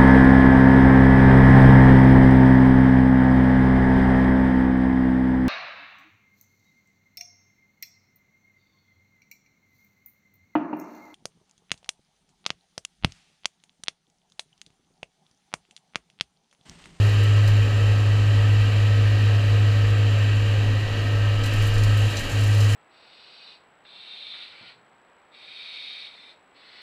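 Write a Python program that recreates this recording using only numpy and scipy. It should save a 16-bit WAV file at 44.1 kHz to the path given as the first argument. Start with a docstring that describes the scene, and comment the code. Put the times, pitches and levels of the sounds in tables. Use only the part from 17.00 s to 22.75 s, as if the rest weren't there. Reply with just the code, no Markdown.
"""In a field, on the cab of a tractor mowing grass: a four-cylinder diesel holds its revs.
Sines locked to the engine make a wavering boom (second firing harmonic) and quieter tones; fan and gears hum.
Gears and a hydraulic motor sing thinly, as wavering sines, over a roar of noise from fan, panels and flails.
Low noise makes the wind rumble. Bursts of noise make cut stalks tick, and crackle when the flails bite
thicker grass; one short noise in a narrow band is a dull knock in the arm."""
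import sys
import numpy as np
from scipy import signal
from scipy.fft import rfft, irfft
from scipy.io import wavfile
from scipy.ndimage import uniform_filter1d

SR = 44100
rng = np.random.default_rng(int(sys.argv[2]) if len(sys.argv) > 2 else 0)


def waveform_to_disk(signal):
    """Save audio, clipped to [-1, 1], as 16-bit WAV at the path in sys.argv[1]."""
    frames = np.transpose(np.atleast_2d(signal))
    scaled = np.clip(frames, -1, 1) * 32767
    samples = np.round(scaled).astype(np.int16)
    wavfile.write(sys.argv[1], SR, samples)


N = 253575  # length in samples, 5.75 s


def undb(db):
    """Turn decibels into a gain."""
    return 10 ** (np.asarray(db) / 20)


def curves(table):
    """Draw straight lines between a table's times, giving each other column sample by sample."""
    times, *columns = np.transpose(table)
    return [np.interp(np.arange(N) / SR, times, column) for column in columns]


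def walk(rate):
    """Wander at random: levels held 1 / rate seconds, smoothed twice, with a spread of 1."""
    hold = int(SR / rate)
    steps = np.repeat(rng.standard_normal(N // hold + 1), hold)
    smooth = uniform_filter1d(uniform_filter1d(steps, hold), hold)[:N]
    return smooth / smooth.std()


def colour(points):
    """Give the frequencies of the spectrum and the gain at each, from (f/Hz, level/dB) points."""
    hz = np.fft.rfftfreq(N, 1 / SR) + 1e-3  # keeps the logarithm finite at zero
    f, db = np.array(points).T
    return hz, undb(np.interp(np.log(hz), np.log(f), db))


def unit(x):
    """Scale to an rms of 1."""
    return x / np.sqrt(np.mean(x ** 2))


def tones(base_hz, table, waver_db, rate, blur):
    """Add sines on multiples of a base rate, each wavering in level (dB) and phase (radians)."""
    turn = 2 * np.pi * np.cumsum(base_hz) / SR
    total = 0
    for multiple, db in table:
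        gain = np.sqrt(2) * undb(db + waver_db * walk(rate))  # root 2: levels are rms
        start = 2 * np.pi * rng.random()
        total = total + gain * np.sin(multiple * turn + start + blur * walk(rate))
    return total


CYCLE_HZ = 12.97  # one four-stroke cycle, two crank turns
BOOM_ORDER = 8  # multiple of the cycle
SAG_BELOW_DB, SAG_HZ_PER_DB = -24, 0.8  # the boom's pitch sags where it fades under this level
# how the exhaust boom rises and fades: (t/s, level/dB)
BOOM_LEVEL = [(0.04, -13.5), (0.13, -16), (0.37, -14), (0.61, -14.5), (0.67, -19.5), (0.87, -15),
              (0.98, -17), (1.61, -14.5), (1.68, -17.5), (1.87, -15.5), (2.38, -16), (2.42, -19.5),
              (2.5, -15.5), (3.76, -18.5), (3.89, -24.5), (4.27, -17.5), (4.52, -24), (4.6, -17),
              (4.73, -20), (4.86, -15), (5.06, -17), (5.11, -25.5), (5.27, -32), (5.3, -45), (5.33, -23),
              (5.37, -18), (5.64, -14), (5.75, -17.5)]
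# steady tones locked to the engine: (multiple of the cycle, level/dB)
ENGINE_ORDERS = [(4, -44), (7, -47), (9, -45), (16, -50), (25, -46.5), (36, -45.5), (40, -54), (44, -47),
                 (50, -55), (84, -58), (90, -57), (95, -53), (120, -51), (125, -58), (250, -60)]


def engine():
    """The exhaust boom, plus tones locked to a crank whose speed hunts slightly."""
    boom_db = curves(BOOM_LEVEL)[0]
    gain = uniform_filter1d(undb(boom_db), int(0.015 * SR))
    hz = BOOM_ORDER * CYCLE_HZ - SAG_HZ_PER_DB * np.maximum(SAG_BELOW_DB - boom_db, 0)
    boom = np.sqrt(2) * gain * np.sin(2 * np.pi * np.cumsum(hz) / SR)
    hunting_hz = CYCLE_HZ * (1 + .0006 * walk(1.5))
    return boom + tones(hunting_hz, ENGINE_ORDERS, waver_db=1.2, rate=7, blur=.35)


# other steady tones of fan and gears: (f/Hz, level/dB)
HUM_TONES = [(269, -47), (534, -53), (1708, -57), (1870, -57), (1943, -54), (2280, -61), (2612, -57),
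             (2705, -58), (2797, -57)]


def hums():
    """Steady pitches of turning fan and gears, slightly unsteady in level and phase."""
    return tones(np.ones(N), HUM_TONES, waver_db=1.8, rate=12, blur=.7)  # base of 1 Hz


SWELL_DB, SWELLS_PER_S = 2.5, 1.59  # each rough tone swells and fades alone; rate of new random levels
WHINE_HZ = 1296
# rough gear tones: (f/Hz, level/dB in thin grass, rise in dB per dB of crackle)
GEAR_TONES = [(1841, -50.5, -0.33), (2854, -50.5, 0.53), (3070, -53.5, 0.48)]
# the clearest gear tone fades, then stands out as the thick grass begins: (t/s, level/dB)
WHINE_LEVEL = [(0, -47), (.6, -47.5), (2.9, -48.5), (3.6, -55), (4.15, -46), (4.4, -43), (4.85, -45),
               (5.1, -50), (5.75, -50)]


def gears(bite_db):
    """Narrow, rough gear tones that swell slowly and shift in level as the flails bite, plus a whine."""
    levels = [(WHINE_HZ, curves(WHINE_LEVEL)[0])]
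    for hz, db, rise in GEAR_TONES:
        levels.append((hz, db + rise * bite_db + SWELL_DB * walk(SWELLS_PER_S)))
    total = 0
    for hz, db in levels:
        # fast waver in level and phase makes the tone rough
        total = total + undb(db) * tones(np.ones(N), [(hz, 0)], waver_db=2.0, rate=30, blur=1.3)
    return total


# hydraulic motor: (t/s, piston rate f/Hz, effort as level/dB added to every harmonic)
MOTOR_COURSE = [(0, 405, 3), (.55, 405, 3), (1.0, 408, 0), (1.5, 410, 1), (2.2, 409.5, 0), (3, 408.3, 0),
                (4.4, 405.5, -2), (5.0, 405.5, 1), (5.75, 406, 0)]
# its harmonics: (multiple of the piston rate, level/dB before effort)
MOTOR_HARMONICS = [(1, -50), (6, -57), (15, -72), (16, -67), (17, -68), (18, -60.5), (19, -70)]


def motor():
    """A thin whine on the motor's piston rate, whose harmonics drift with the oil flow."""
    hz, effort_db = curves(MOTOR_COURSE)
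    drifting_hz = hz * (1 + .0003 * walk(12))
    return undb(effort_db) * tones(drifting_hz, MOTOR_HARMONICS, waver_db=1.8, rate=4, blur=.4)


ROAR_DB = -50  # added to every level of the broad roar, giving dB per Hz
# shape of the broad roar: (f/Hz, relative level/dB)
ROAR_SHAPE = [(20, -20), (35, -16), (75, -9.5), (150, -16), (360, -17), (900, -21), (1450, -23.5),
              (2100, -26.5), (3400, -27.5), (5200, -33.5), (7700, -42), (7950, -45.5), (11000, -50.5),
              (15500, -54)]
# panels and ducts rung by the roar: (f/Hz, width in Hz, level/dB over the broad roar)
PANEL_RINGS = [(50.4, 11, 12.5), (142.5, 29, 7), (224.4, 20, 2.5), (104, 22, 9), (268, 24, 7), (467, 24, 7),
               (530, 24, 3), (572, 20, 6), (709, 75, 0.5), (1245, 140, 1), (1602, 82, 8.5), (1804, 136, 10),
               (1933, 60, 12), (2404, 300, 6.5), (2773, 490, 10), (3113, 186, 7.5), (3954, 320, 5.5),
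               (4480, 560, 2.5), (7420, 83, 5)]


def roar(load_db):
    """Noise ringing the panels, in half-octave bands that flicker alone; load lifts the upper bands."""
    hz, gain = colour(ROAR_SHAPE)
    ring = 1 + sum(undb(db) ** 2 / (1 + (2 * (hz - f) / w) ** 4) for f, w, db in PANEL_RINGS)
    noise = rfft(rng.standard_normal(N)) * gain * np.sqrt(ring * SR / 2) * undb(ROAR_DB)
    place = 2 * np.log2(hz / 20)  # half octaves above 20 Hz
    shared = walk(9)  # one flicker common to the upper bands
    total = 0
    for k in range(20):
        share = np.cos(np.pi / 2 * np.clip(place - k, -1, 1)) ** 2  # neighbouring bands overlap
        high = np.clip((k - 10) / 4, 0, 1)  # 0 in low bands, 1 in high ones
        flicker_db = .45 * walk(6) + high * (.5 * shared + load_db)
        total = total + irfft(noise * share, N) * undb(flicker_db)
    return total


GUST_DB = 1  # spread of the small gusts
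# wind on the microphone: (t/s, level/dB before the small gusts)
WIND_LEVEL = [(0, -46), (.42, -43), (.49, -34), (.66, -41), (3.2, -44), (3.95, -34), (4.11, -40),
              (4.32, -41), (4.45, -27), (4.74, -25), (5.1, -41), (5.29, -32), (5.4, -42), (5.75, -40)]


def wind():
    """Low, gusty rumble: noise around 16 to 24 Hz, evened out, then given its gusts."""
    band = signal.butter(2, [16, 24], "band", fs=SR, output="sos")
    low = signal.sosfilt(band, rng.standard_normal(N))
    even = unit(low / np.sqrt(uniform_filter1d(low ** 2, int(.3 * SR))))
    return even * undb(curves(WIND_LEVEL)[0] + GUST_DB * walk(3.88))


# flails in the grass: (t/s, crackle level/dB of the part over 8.2 kHz)
CUT_LEVEL = [(0.0, -53), (0.32, -59.5), (4.42, -61.5), (4.47, -55.5), (4.63, -54.5), (5.56, -50.5),
             (5.75, -47.5)]
# colour of the crackle: (f/Hz, relative level/dB)
CRACKLE_COLOUR = [(2060, -44), (3500, -47), (3630, -17), (4030, -0.5), (5880, -8), (7320, -2),
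                  (8080, -11.5), (9940, -11), (15000, -21)]


def crackle():
    """Dense small snaps of cut stems with short tails, merging into a hiss."""
    chance = rng.random((N, 2))
    happens = chance[:, 0] < 150 / SR  # about 150 snaps a second
    size = np.minimum(undb(-3.0 * np.log(chance[:, 1] + 1e-9)), 3)
    tail = signal.lfilter([1], [1, -np.exp(-1 / (0.0048 * SR))], happens * size)
    hz, gain = colour(CRACKLE_COLOUR)
    burst = rfft(rng.standard_normal(N) * (3.5 + tail)) * gain  # 3.5 is the steady hiss
    top = irfft(burst * (hz > 8200), N)
    return irfft(burst, N) / top.std() * undb(curves(CUT_LEVEL)[0])


SOFT_TICK_DB, DULL_DB_PER_DB = -31, 1.1  # harder blows sound duller: dB per octave for each dB over a soft tick
# single stalks struck: (t/s, rough peak level/dB, time to fall 60 dB in s, ring level/dB added to the hood)
STALK_TICKS = [(0.233, -33.5, 0.089, 4), (.474, -29.5, 0.12, 5), (4.436, -24.5, .06, 0),
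               (4.457, -27.5, 0.083, -2), (4.534, -31.5, .06, .1), (4.562, -32, .06, 2),
               (4.62, -32, .08, 2), (4.651, -34, .07, 3), (4.667, -32, .12, -5), (4.737, -32, .06, 4),
               (4.779, -27.5, .07, 4), (4.834, -24, 0.076, -8), (4.97, -35, 0.2, -3), (5.103, -32, .1, 2),
               (5.168, -22.5, 0.1, 12), (5.19, -30, .14, -3), (5.294, -32, .06, -2), (5.406, -27, .05, 3),
               (5.435, -28, .06, -3), (5.544, -29.5, .08, 2), (5.603, -26, 0.099, 6), (5.709, -35, .08, 6)]
# flail hood rattled by a stalk: (f/Hz, width in Hz, level/dB before each tick's own ring)
HOOD_RINGS = [(4060, 92, 8.5), (5000, 370, 2.5), (6100, 380, 0.5), (7450, 400, 5), (9700, 400, -2),
              (12400, 370, -7), (14200, 600, -12)]


def ticks():
    """Each struck stalk is a quick burst of debris noise, coloured by the ringing hood."""
    out, t = np.zeros(N + SR), np.arange(SR // 4) / SR
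    hz = np.fft.rfftfreq(len(t), 1 / SR) + 1
    for start, db, t60, ring_db in STALK_TICKS:
        tilt_db = -DULL_DB_PER_DB * max(db - SOFT_TICK_DB, 0)
        spot = rng.standard_normal(len(HOOD_RINGS))  # every blow lands on another spot
        ring = 0
        for (f, width, hood_db), luck in zip(HOOD_RINGS, spot):
            ring = ring + undb(hood_db + ring_db + 2.0 * luck) ** 2 / (1 + (2 * (hz - f) / width) ** 2)
        debris = 0.24 * (hz > 3500)
        tilt = undb(tilt_db * np.log2(np.maximum(hz, 3500) / 7500))
        gain = np.sqrt(ring + debris) * tilt
        sound = unit(irfft(rfft(rng.standard_normal(len(t))) * gain, len(t)))
        shape = (1 - np.exp(-t / .0015)) * np.exp(-np.log(1000) * t / t60)
        first = int(start * SR)
        out[first:first + len(t)] += undb(db) / 2 * shape * sound  # noise peaks at about twice its rms
    return out[:N]


# a dull knock in the arm: (t/s, rough peak level/dB, f/Hz just below its band, time to fall 60 dB in s)
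ARM_KNOCK = (.37, -31, 1000, .15)


def knock():
    """A short thud: noise in a narrow band, rising quickly and dying away."""
    start, db, hz, t60 = ARM_KNOCK
    t = np.maximum(np.arange(N) / SR - start, 0)
    band = signal.butter(2, [1.04 * hz, 1.1 * hz], "band", fs=SR, output="sos")
    noise = unit(signal.sosfilt(band, rng.standard_normal(N)))
    shape = (1 - np.exp(-t / 0.0038)) * np.exp(-np.log(1000) * t / t60)
    return undb(db) / 2 * shape * noise


IDLE_CUT_DB = -61  # crackle level in thin grass
IDLE_LIFT_DB, ROAR_DB_PER_CUT_DB = -0.72, 0.14  # thicker grass lifts the roar's upper bands


def scene():
    """Add up all sources at one microphone in the open."""
    bite_db = curves(CUT_LEVEL)[0] - IDLE_CUT_DB
    load_db = IDLE_LIFT_DB + ROAR_DB_PER_CUT_DB * bite_db
    machine = engine() + hums() + gears(bite_db) + motor() + roar(load_db)
    return (machine + wind() + crackle() + ticks() + knock())[None]


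TOP_HZ = 15260  # highest pitch let through


def record(dry):
    """Cut the top treble with a steep low-pass filter, applied twice."""
    cut = signal.ellip(12, .3, 70, TOP_HZ, fs=SR, output="sos")
    return signal.sosfilt(np.vstack([cut, cut]), dry)


dry = scene()
out = record(dry)
waveform_to_disk(out)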